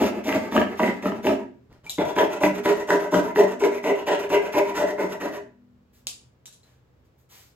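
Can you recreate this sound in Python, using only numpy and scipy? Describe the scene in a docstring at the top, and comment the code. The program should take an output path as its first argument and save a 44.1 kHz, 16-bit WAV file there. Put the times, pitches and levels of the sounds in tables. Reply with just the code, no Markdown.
"""A coping saw rasps through a clamped board, loud pushes and soft pulls, two cuts across its end.
The teeth scrape, catch on fibres and shake the board's modes, while the thin blade sings along.
The steel frame clinks, an offcut drops and sleeves swish over the low rumble of a workshop.
Two close microphone ports hear all of it, and the room, with unlike phase."""
import sys
import numpy as np
from scipy import signal
from scipy.fft import rfft, irfft, next_fast_len
from scipy.io import wavfile
from scipy.ndimage import uniform_filter1d, map_coordinates

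SR = 44100
rng = np.random.default_rng(int(sys.argv[2]) if len(sys.argv) > 2 else 0)


def store_pcm(level_fs):
    """Save levels as 16-bit WAV."""
    pcm = np.round(np.clip(level_fs, -1, 1) * 32767).astype(np.int16)
    wavfile.write(sys.argv[1], SR, np.atleast_2d(pcm).T)


N = 332955
TIME = np.arange(N) / SR
SECOND_CUT_S = 1.6  # the blade moves to another place on the board

# A push and its pull. Each row: start in seconds; delays in seconds to the bite, the board's peak and
# the pull; push level in dB; rasp, crunch, whine, hum and thud in dB over the push; pull level in dB;
# whine in dB over the pull.
STROKES = [(0.0, 0.00023, 0.0088, 0.12, -23.5, -14, -8.5, -11.5, 4, 4.5, -38.5, -11.5),
           (0.236, 0.016, 0.12, 0.17, -27.5, -12.5, -7.5, -11, 0.5, 4.5, -36, -15),
           (0.511, 0.01, 0.08, 0.15, -28, -11.5, -8, -5, 3, 3.5, -39.5, -16),
           (0.769, 0.019, 0.12, 0.14, -28, -14, -7.5, -5, 6.5, 4, -43.5, -7),
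           (1.019, 0.0053, 0.049, 0.099, -31.5, -12.5, -9, -16.5, 6, 4, -42, -7.5),
           (1.225, 0.013, 0.068, 0.13, -25, -15, -19.5, -14.5, 8, 3.5, -48, 4.5),
           (1.977, 0.002, 0.025, 0.07, -22.5, -22, -13, -8.5, 4.5, -7, -32, -4),
           (2.154, 0.0089, 0.039, 0.14, -22, -14, -10, -0.5, 7, -4, -33, -6),
           (2.402, 0.0027, 0.044, 0.12, -22.5, -12.5, -15, -5, -16, -0.5, -36.5, -13.5),
           (2.633, 0.014, 0.064, 0.12, -22.5, -13, -10.5, -5, 6, -6, -35, -5),
           (2.869, 0.01, 0.061, 0.12, -21.5, -16, -14.5, -7, 3.5, -7.5, -33, -5.5),
           (3.107, 0.012, 0.04, 0.12, -22, -14, -14, -4, 5, 2.5, -33.5, 3.5),
           (3.348, 0.015, 0.06, 0.12, -21, -13.5, -11, -9, 7.5, -2.5, -35.5, -6),
           (3.592, 0.01, 0.061, 0.12, -23, -13, -12.5, -4.5, 11, -9.5, -35.5, -4.5),
           (3.827, 0.019, 0.066, 0.117, -20.5, -19, -13.5, -12, 4.5, -4.5, -35.5, -1),
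           (4.058, 0.0071, 0.063, 0.1196, -22, -16.5, -9.5, -6.5, 3, -7.5, -34, -2.5),
           (4.289, 0.016, 0.073, 0.12, -21.5, -14, -10, -7.5, 3.5, -9, -33, -8.5),
           (4.519, 0.015, 0.051, 0.12, -24.5, -11, -8, -1, 1.5, 0, -35, 0),
           (4.739, 0.0019, 0.092, 0.12, -24, -13.5, -11, -5.5, -4, -5.5, -33, -6.5),
           (4.973, 0.0036, 0.034, 0.11, -26.5, -17, -6.5, -7, 4, 1, -35.5, -11),
           (5.198, 0.0011, 0.053, 0.11, -30, -11, -9, -7.5, -2, 0.5, -38.5, -10)]
def half_strokes():
    """Each push and pull: start, bite, peak, length in s; dB of rasp, crunch, ring, whine, hum, thud."""
    for start, bite, peak, turn, push_db, rasp, crunch, whine, hum, thud, pull_db, pull_whine in STROKES:
        yield start, bite, peak, turn, push_db + np.array([rasp, crunch, 0, whine, hum, thud])
        if start < SECOND_CUT_S:
            pull_mix_db = [-18, -5.5, 0, pull_whine, 6, 2.5]
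        else:
            pull_mix_db = [-9, -8, 0, pull_whine, 3, -8]
        yield start + turn, 0, .062, .1, pull_db + np.array(pull_mix_db)


def saw():
    """The rasp follows blade speed; the heavier board swings up later. Returns wood and blade sound."""
    speed, scrape = np.zeros((2, N))
    forces = np.zeros((5, N))  # into crunch, ring, whine, hum, thud
    sharpness = np.array([[1], [1.1], [1.2], [1.6], [1.05]])  # of each force's swell
    for start, bite, peak, length, (rasp_db, *board_db) in half_strokes():
        span, hump = swell(start, peak=.044, length=length + .012, rise=.6, fall=2.2)
        speed[span] += hump ** .5
        scrape[span] += amp(rasp_db) * hump
        span, hump = swell(start + bite, peak - bite, length - bite + .011, rise=.32, fall=1.86)
        forces[:, span] += amp(board_db)[:, None] * hump ** sharpness
    grit = teeth(speed, top_hz=530, jitter=.35, scatter_db=2, dust=.81)
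    shove = teeth(speed, top_hz=520, jitter=.26, scatter_db=4.5, dust=.48)
    grit *= amp(2.2 * wobble(70))  # hard and soft rings of the grain
    shove *= amp(1.2 * wobble(60))
    forces *= [grit, shove, chatter(shove, 880, 1060), chatter(shove, 340, 480), shove]
    forces *= amp([1.7 * wobble(35) - 1.5 for _ in forces])  # the wandering blade drives modes unevenly
    jolts, snags, snaps = fibre_catches()
    forces += jolts
    steel = blade(scrape * grit, snags)
    wood = board(forces[1:]) + crunch(forces[0]) + waste_piece(forces[0]) + snaps
    return wood, steel


def teeth(speed, top_hz, jitter, scatter_db, dust):
    """One kick per passing tooth, uneven in time and size; dust is the power share of torn-fibre hiss."""
    passed = np.cumsum(top_hz * speed / SR)
    at = np.flatnonzero(np.diff(np.floor(passed)) > 0)
    timing, size = rng.standard_normal((len(at), 2)).T
    at = np.clip(at + (jitter * timing * SR / top_hz).astype(int), 0, N - 1)
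    kicks = np.bincount(at, amp(scatter_db * size), N)
    kicks /= np.sqrt(np.abs(uniform_filter1d(kicks ** 2, size=2048)) + 1e-9)
    return np.sqrt(1 - dust) * kicks + np.sqrt(dust) * rng.standard_normal(N)


def chatter(force, low_hz, high_hz):
    """The blade chatters: one band of the tooth force, its strength evened out over 20 ms."""
    band = filtered(force, lambda hz: (hz > low_hz) & (hz < high_hz))
    power = np.abs(uniform_filter1d(band ** 2, size=round(.02 * SR))) + 1e-9
    return band * np.sqrt(2 * (high_hz - low_hz) / SR / power)


# The board's voice in four groups of modes; the two narrow lines near 200 and 245 Hz among the thuds # are the
# saw frame ringing along. Each row: pitch in Hz, width in Hz, level in dB in the first cut and # in the second.
RING_MODES = [(549, 12, 6.5, 3), (600.8, 23.3, 10, 12.5), (647, 28, 7.5, 5.5), (693.3, 34, 0, 2.5),
              (881, 67, 0.5, -0.5)]
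WHINE_MODES = [(966, 26.8, 0, 0)]
HUM_MODES = [(363.8, 83, 2.5, -21), (405.1, 12, 9, 9.5), (463, 64, -3, -5.5)]
THUD_MODES = [(75.4, 36, -11.5, -17.5), (93.5, 85, -20.5, -24.5), (190.3, 16.6, 6.5, 2.5),
              (201.8, 0.74, -6, 4.5), (244.3, 0.71, -26, 3.5), (258, 98, 4, -4), (307, 40, -14.5, 8.5)]
def board(forces):
    """The clamped board resonates, with the saw frame ringing in the thuds, each group of modes driven by its
    own force."""
    groups = RING_MODES, WHINE_MODES, HUM_MODES, THUD_MODES
    return sum(resonate_by_cut(force, modes) for force, modes in zip(forces, groups))


# The board's crunchy upper modes. Each row: pitch in Hz, width in Hz, level in dB in the first cut
# and in the second.
CRUNCH_MODES = [(1123, 120, 0, 1.5), (1316, 110, 10, 9.5), (1337, 200, 1.5, 12), (1650, 160, 4, 11.5),
                (1940, 140, -1, 11.5), (2044, 170, 5, 14.5), (2644, 330, -8, -3.5), (3256, 350, -16, -12)]
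def crunch(force):
    """The upper modes shift in pitch and strength with each half stroke, as the blade turns in the kerf."""
    out = np.zeros(N + 2048)
    edges = [round(start * SR) for start, *_ in half_strokes()] + [N]
    for begin, end in zip(edges, edges[1:]):
        cut = int(begin > SECOND_CUT_S * SR)
        draws = rng.standard_normal((len(CRUNCH_MODES), 2))
        modes = [(hz * (1 + .015 * stray), width, cut_db[cut] + 2 * vary)
                 for (hz, width, *cut_db), (stray, vary) in zip(CRUNCH_MODES, draws)]
        out[begin:end + 2048] += resonate(np.pad(force[begin:end], (0, 2048)), modes)
    return out[:N]


# The colour of the rasp. Each row: frequency in Hz, relative level in dB.
RASP_COLOUR = [(2500, 14.5), (4000, 6.5), (5000, 3), (6900, 5.5), (8000, -44), (9600, 8.5), (11500, 6),
               (13500, 0), (15200, -16), (16000, -19)]
# The blade's song. Each row: pitch in Hz, width in Hz, level in dB in the first cut and in the second.
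BLADE_MODES = [(3550, 130, 10, -0.5), (4220, 140, 4, -6), (5580, 820, 1, 1), (9100, 2900, -0.5, 1)]
def blade(scrape, snags):
    """Scraping teeth hiss in short bright bursts and set the blade itself ringing."""
    song = resonate_by_cut(scrape * amp(-9.5 + 2.5 * wobble(12)), BLADE_MODES)
    bursts = scrape * amp(2 * wobble(80)) + snags
    rasp = filtered(bursts, lambda hz: amp(along(RASP_COLOUR, hz)), keep_power=True)
    return rasp + song


# Teeth snagging. Each row: time in seconds, level in dB, bass trim in dB for hum and thud.
CATCHES = [(0.0382, -28.5, 7), (0.2904, -20, 1.5), (0.325, -13.5, -23.5), (0.5217, -24, 5.5),
           (0.5642, -11, -9), (0.577, -14, 9), (.616, -18, -4), (0.7951, -18.5, 1), (0.8013, -20, 4.5),
           (.832, -15, 4), (.840, -18.5, 7.5), (0.8774, -20.5, -5.5), (1.0254, -27.5, -0.5),
           (1.056, -23, 13.5), (1.119, -25.5, 7.5), (1.2444, -23, 3), (1.2687, -12, -3.5),
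           (1.293, -23.5, 2), (1.307, -23.5, 3), (1.9843, -25, 16.5), (2.164, -23, 5), (2.186, -17, 1),
           (2.41, -30.5, 7), (2.435, -9, 2), (2.6575, -19, 6.5), (2.889, -25.5, 3), (2.9046, -15.5, 0),
           (3.1423, -21, 8), (3.359, -20, 7), (3.6377, -20, -0.5), (3.84, -24, 1), (4.302, -26, 6),
           (4.984, -29, -1.5)]
# The snap of a fibre. Each row: pitch in Hz, width in Hz, relative level in dB.
SNAP_MODES = [(2050, 440, -1), (2900, 800, -4.5)]
def fibre_catches():
    """A tooth catches and the fibre breaks. Returns board forces, snags for the rasp and the snap sound."""
    jolts = np.zeros((5, N))
    snags, snaps = np.zeros((2, N))
    t = TIME[:900]
    t60_s = np.array([[.005], [.007], [.007], [.003], [.003]])  # crunch, ring, whine, hum, thud
    attack_s, snap_t60_s = .001, .0044
    for start, db, bass_db in CATCHES:
        span = slice(round(start * SR), round(start * SR) + len(t))
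        snag_db, snap_db = (-24.5, -7.5) if start < SECOND_CUT_S else (-20, -11)
        burst = rng.standard_normal(len(t)) * amp(-60 * t / t60_s) * (1 - np.exp(-t / attack_s))
        burst *= 6.6 / np.linalg.norm(burst, axis=1, keepdims=True)
        burst[3:] = np.abs(burst[3:])  # hum and thud get a one-way jolt
        mix_db = np.array([-1, -1, -7, bass_db - 13.5, bass_db - 13.5])
        jolts[:, span] += amp(db + mix_db)[:, None] * burst
        snags[span] += amp(db + snag_db) * burst[1]
        snaps[span] += amp(db + snap_db - 60 * t / snap_t60_s) * rng.standard_normal(len(t))
    return jolts, snags, resonate(snaps, SNAP_MODES)


# The waste piece's pitch path. Each row: time in seconds, pitch in Hz, level in dB over the crunch.
WASTE_PATH = [(.05, 2710, -12), (.3, 2350, -13), (.6, 2150, -10), (.85, 1860, -7.5), (1.3, 2050, -9),
              (2.001, 3430, -9), (2.2, 3350, -10.5), (2.33, 2700, -6), (2.45, 2430, -9), (2.68, 2050, 0),
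              (2.92, 1650, 2), (3.2, 1430, -3.5), (3.42, 1950, -5.5), (3.64, 2100, -3.5), (3.88, 2740, -10),
              (4.1, 2900, -7.5), (4.35, 2719, -7), (4.58, 2419, -6.5), (4.8, 2060, -2), (5.03, 1599, -3.5),
              (5.26, 1942, -8)]
def waste_piece(force, width_hz=300):
    """The waste piece rings at one pitch per half stroke, in runs that fall as the kerf frees it."""
    out = np.zeros(N)
    times, pitches, levels = np.transpose(WASTE_PATH)
    for start, _, peak, length, _ in half_strokes():
        span = slice(round(start * SR), round((start + length) * SR))
        stray, vary = rng.standard_normal(2)
        hz = np.interp(start + peak, times, pitches) * (1 + .02 * stray)
        db = np.interp(start + peak, times, levels) + 1.5 * vary
        ring = resonate(np.pad(force[span], (0, 1024)), [(hz, width_hz, 0)])
        out[span.start:][:len(ring)] += amp(db) * ring
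    return out


# Hard contacts of frame and offcut. Each row: time in seconds, level in dB, pitch in Hz, the note's
# life in cycles, frame ring trim in dB, room send in dB.
CLINKS = [(1.262, -30.5, 14300, 40, -51, 2.5), (1.302, -37, 12000, 30, -52, -2),
          (1.728, -38, 2040, 19, -51.5, -5), (1.845, -42.5, 3067, 73, -17, 0.5),
          (1.856, -37, 860, 54, -29, 1), (1.865, -28.5, 2347, 310, -30.5, -0.5),
          (1.875, -41.5, 914, 70, -28.5, -2), (1.896, -13, 3960, 81, -21.5, 5),
          (1.905, -14.5, 7530, 30, -24, -7.5), (6.0701, -1.5, 6880, 9.6, -40, -5.5),
          (6.073, -32, 418.6, 5.3, -39, -7), (6.0744, -14.5, 4020, 17, -22.5, -0.5),
          (6.457, -23, 2360, 9.1, -21, -6), (6.461, -22, 6200, 24, -24, -0.5),
          (6.527, -31.5, 6890, 8.8, -21, 2.5), (6.632, -48, 4100, 168, -19, 6)]
# The steel frame's ring. Each row: pitch in Hz, level in dB, seconds to fall 60 dB.
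FRAME_MODES = [(3940, 1, 0.17), (7350, 3.5, 0.1), (8600, -1.5, 0.26), (10900, -4, 0.15)]
def clinks(direct_db=-6.5, crack_t60_s=.003):
    """A contact cracks, sounds a short note and rings the loose frame. Returns direct sound, room send."""
    out, t = np.zeros((2, N + SR)), TIME[:SR // 2]
    for start, db, hz, cycles, ring_db, room_db in CLINKS:
        splinters = .15 * amp(-60 * t / crack_t60_s) * rng.standard_normal(len(t))
        impact = (t == 0) + splinters
        edge = signal.lfilter(*signal.butter(2, [2500, 10500], 'band', fs=SR), impact)
        knock = signal.lfilter(*signal.butter(1, [350, 2500], 'band', fs=SR), impact)
        crack = 1.7 * (edge / np.linalg.norm(edge) + amp(-12) * knock / np.linalg.norm(knock))
        envelope = amp(-60 * t * hz / cycles) * (1 - np.exp(-t * hz)) ** 2
        note = 1.1 * envelope * np.sin(2 * np.pi * hz * t)
        drifts = .11 * np.cumsum(rng.standard_normal((len(FRAME_MODES), len(t))), 1)  # blur each partial
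        ring = sum(amp(level - 60 * t / t60) * np.sin(2 * np.pi * pitch * t + drift)
                   for (pitch, level, t60), drift in zip(FRAME_MODES, drifts))
        tones = note + amp(ring_db) * ring
        direct = amp(db + direct_db) * (crack + tones)
        send = amp(db + room_db) * (crack + .2 * tones)
        out[:, round(start * SR):][:, :len(t)] += [direct, send]
    return out[:, :N]


# Hands and sleeves. Each row: start in seconds, length in seconds, level in dB, tilt in dB per octave.
SWISHES = [(1.695, 0.23, -52, -10), (1.834, 0.17, -50.5, -8), (5.795, 0.12, -72, -12.5),
           (5.927, 0.22, -63, -0.5), (6.471, 0.072, -57.5, -3.5), (6.621, 0.38, -66, -5),
           (7.045, 0.082, -74, -2), (7.177, .16, -68.5, 1.5), (7.288, 0.46, -52.5, -1.5)]
def swishes():
    """Brushing cloth makes soft, grainy noise that swells quickly and fades."""
    out = np.zeros(N)
    for start, length, db, tilt_db in SWISHES:
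        span, hump = swell(start, .099 * length, length, rise=.86, fall=8.9)
        rub = rng.standard_normal(len(hump))
        grain = amp(.99 * rng.standard_normal(len(hump) // 64 + 1)).repeat(64)[:len(hump)]
        colour = lambda hz: amp(tilt_db * np.log2((hz + 50) / 3000)) * hz / (hz + 600)
        out[span] += amp(db) * hump * filtered(rub * grain, colour, keep_power=True)
    return out


# The workshop's reverb. Each row: frequency in Hz, seconds to fall 60 dB, level in dB.
ROOM_DECAY = [(100, .6, -2), (260, .75, -4), (420, .33, -8), (750, .36, 1), (970, .33, -4), (1300, .36, 0),
              (2000, .37, 0), (5000, .32, 0), (9600, .3, 0), (11500, .24, -4), (15000, .2, -5)]
def room(send, predelay_s=.004):
    """A diffuse room tail, drawn afresh each quarter second so no pitch stands out."""
    out, step = np.zeros((2, N + SR)), SR // 4
    for at in range(0, N, step):
        hz, t, spectrum = signal.stft(diffuse_noise(SR * 2 // 3), SR, nperseg=256)
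        fade = amp(-60 * t / along(ROOM_DECAY, hz)[:, None])  # each frequency dies at its own speed
        fade /= np.sqrt(np.sum(fade ** 2, 1, keepdims=True) * 128)
        fade *= amp(along(ROOM_DECAY, hz, column=2))[:, None]
        _, tail = signal.istft(spectrum * fade, SR, nperseg=256)
        wet = signal.fftconvolve(send[None, at:at + step], tail, axes=1)
        rest = out[:, at + round(predelay_s * SR):]
        rest[:, :wet.shape[1]] += wet[:, :rest.shape[1]]
    return out[:, :N]


# The room tone's colour. Each row: frequency in Hz, relative level in dB.
AIR_COLOUR = [(15, -52.5), (25, -28.5), (66, -2.5), (129, -9.5), (215, -15), (289, -17), (469, -16.5),
              (741, -25), (826, -24), (14300, -52), (15500, -44.5)]
# A machine far off. Each row: pitch in Hz, width in Hz, relative level in dB.
DRONE_MODES = [(69.2, 9.1, 0), (126, 6.6, 8.5)]
def workshop_air():
    """Gently wavering rumble and faint hiss, with the low drone of a distant machine."""
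    waver = amp(.67 * wobble(2.9))
    rumble = filtered(diffuse_noise(N), lambda hz: amp(along(AIR_COLOUR, hz)), keep_power=True)
    drone = resonate(rng.standard_normal(N), DRONE_MODES)
    return amp(-61.5) * waver * rumble + amp(-64) * drone


# The width of the ambience. Each row: frequency in Hz, correlation between the ports (1 is mono).
PORT_LIKENESS = [(60, .85), (240, .8), (700, .1), (3000, .1), (5000, -.1), (7000, .4), (8800, .97),
                 (10300, .98), (11300, .7), (12600, .97), (14300, .97), (15500, .4)]
def diffuse_noise(samples):
    """Sound from all around reaches the two ports as partly alike noise."""
    def mid_side(hz):
        angle = np.arccos(along(PORT_LIKENESS, hz)) / 2
        return np.array([np.cos(angle), np.sin(angle)])
    mid, side = filtered(rng.standard_normal((2, samples)), mid_side)
    return np.array([mid + side, mid - side])


def amp(db):
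    """Gain of a level in dB."""
    return 10 ** (np.asarray(db) / 20)


def along(table, hz, column=1):
    """One column of a table, read on a log frequency axis."""
    columns = np.transpose(table)
    return np.interp(np.log(hz + 1), np.log(columns[0] + 1), columns[column])


def wobble(rate):
    """A smooth random curve, rate knots a second."""
    return map_coordinates(rng.standard_normal(int(N * rate / SR) + 4), [TIME * rate])


def swell(start, peak, length, rise, fall):
    """The samples a hump covers and the hump, of height 1; times in s, rise and fall are exponents."""
    span = slice(round(start * SR), round((start + length) * SR))
    t = TIME[span] - start
    ramp = np.where(t < peak, t / peak, (length - t) / (length - peak))
    return span, np.sin(np.pi / 2 * np.clip(ramp, 0, 1)) ** np.where(t < peak, rise, fall)


def filtered(x, response, keep_power=False):
    """x through a complex frequency response; keep_power leaves white noise as strong as it was."""
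    size = next_fast_len(x.shape[-1] + 8192)
    gain = response(np.fft.rfftfreq(size, 1 / SR))
    if keep_power:
        gain = gain / np.sqrt(np.mean(np.abs(gain) ** 2))
    return irfft(rfft(x, size) * gain, size)[..., :x.shape[-1]]


def resonate(force, modes, cut=0):
    """A force rings damped resonances of alternating sign; cut picks their level column."""
    def response(f):
        return sum((-1) ** k * amp(db[cut]) * 1j * f * width / (hz ** 2 - f * f + 1j * f * width)
                   for k, (hz, width, *db) in enumerate(modes))
    return filtered(force, response, keep_power=True)


def resonate_by_cut(force, modes):
    """The place of the cut sets how strongly each mode is reached."""
    first = TIME < SECOND_CUT_S
    return resonate(force * first, modes, cut=0) + resonate(force * ~first, modes, cut=1)


def scene():
    """All sources, direct and through the room; the thin rasp is near and stirs the room less."""
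    wood, steel = saw()
    clink, clink_send = clinks()
    cloth = swishes()
    reverb = room(wood + amp(-6.5) * steel + cloth + clink_send)
    return wood + steel + cloth + clink + reverb + workshop_air()


# Left and right differ in phase and level, nearly opposite in phase around 9-10 kHz.
# Each row: frequency in Hz, the right port's lead in radians, left minus right in dB.
PORT_GAPS = [(100, 0, 0), (350, .1, 1), (1400, .6, -1.5), (3400, 1.5, 1.5), (5000, 2.2, 2), (6900, 5.4, .8),
             (8000, 4.6, 0), (8800, 3.3, 0), (9200, 3.14, 0), (10200, 3.1, 0), (11000, 2, 0),
             (12300, .2, 0), (14500, -.2, 0), (15800, -2.5, 0)]
def record(dry, ceiling=.75, bass_cut_hz=30, top_hz=16000):
    """Two ports hear with a gap in phase and level; the input rounds loud peaks and trims both band ends."""
    side = np.array([[.5], [-.5]])
    def ports(hz):
        balance = amp(side * along(PORT_GAPS, hz, column=2))
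        return balance * np.exp(-1j * side * along(PORT_GAPS, hz))
    heard = filtered(dry, ports)
    rounded = heard / (1 + np.abs(heard / ceiling) ** 4) ** (1 / 4)
    return filtered(rounded, lambda hz: (hz < top_hz) * (1j * hz / (bass_cut_hz + 1j * hz)) ** 2)


dry = scene()
out = record(dry)
store_pcm(out)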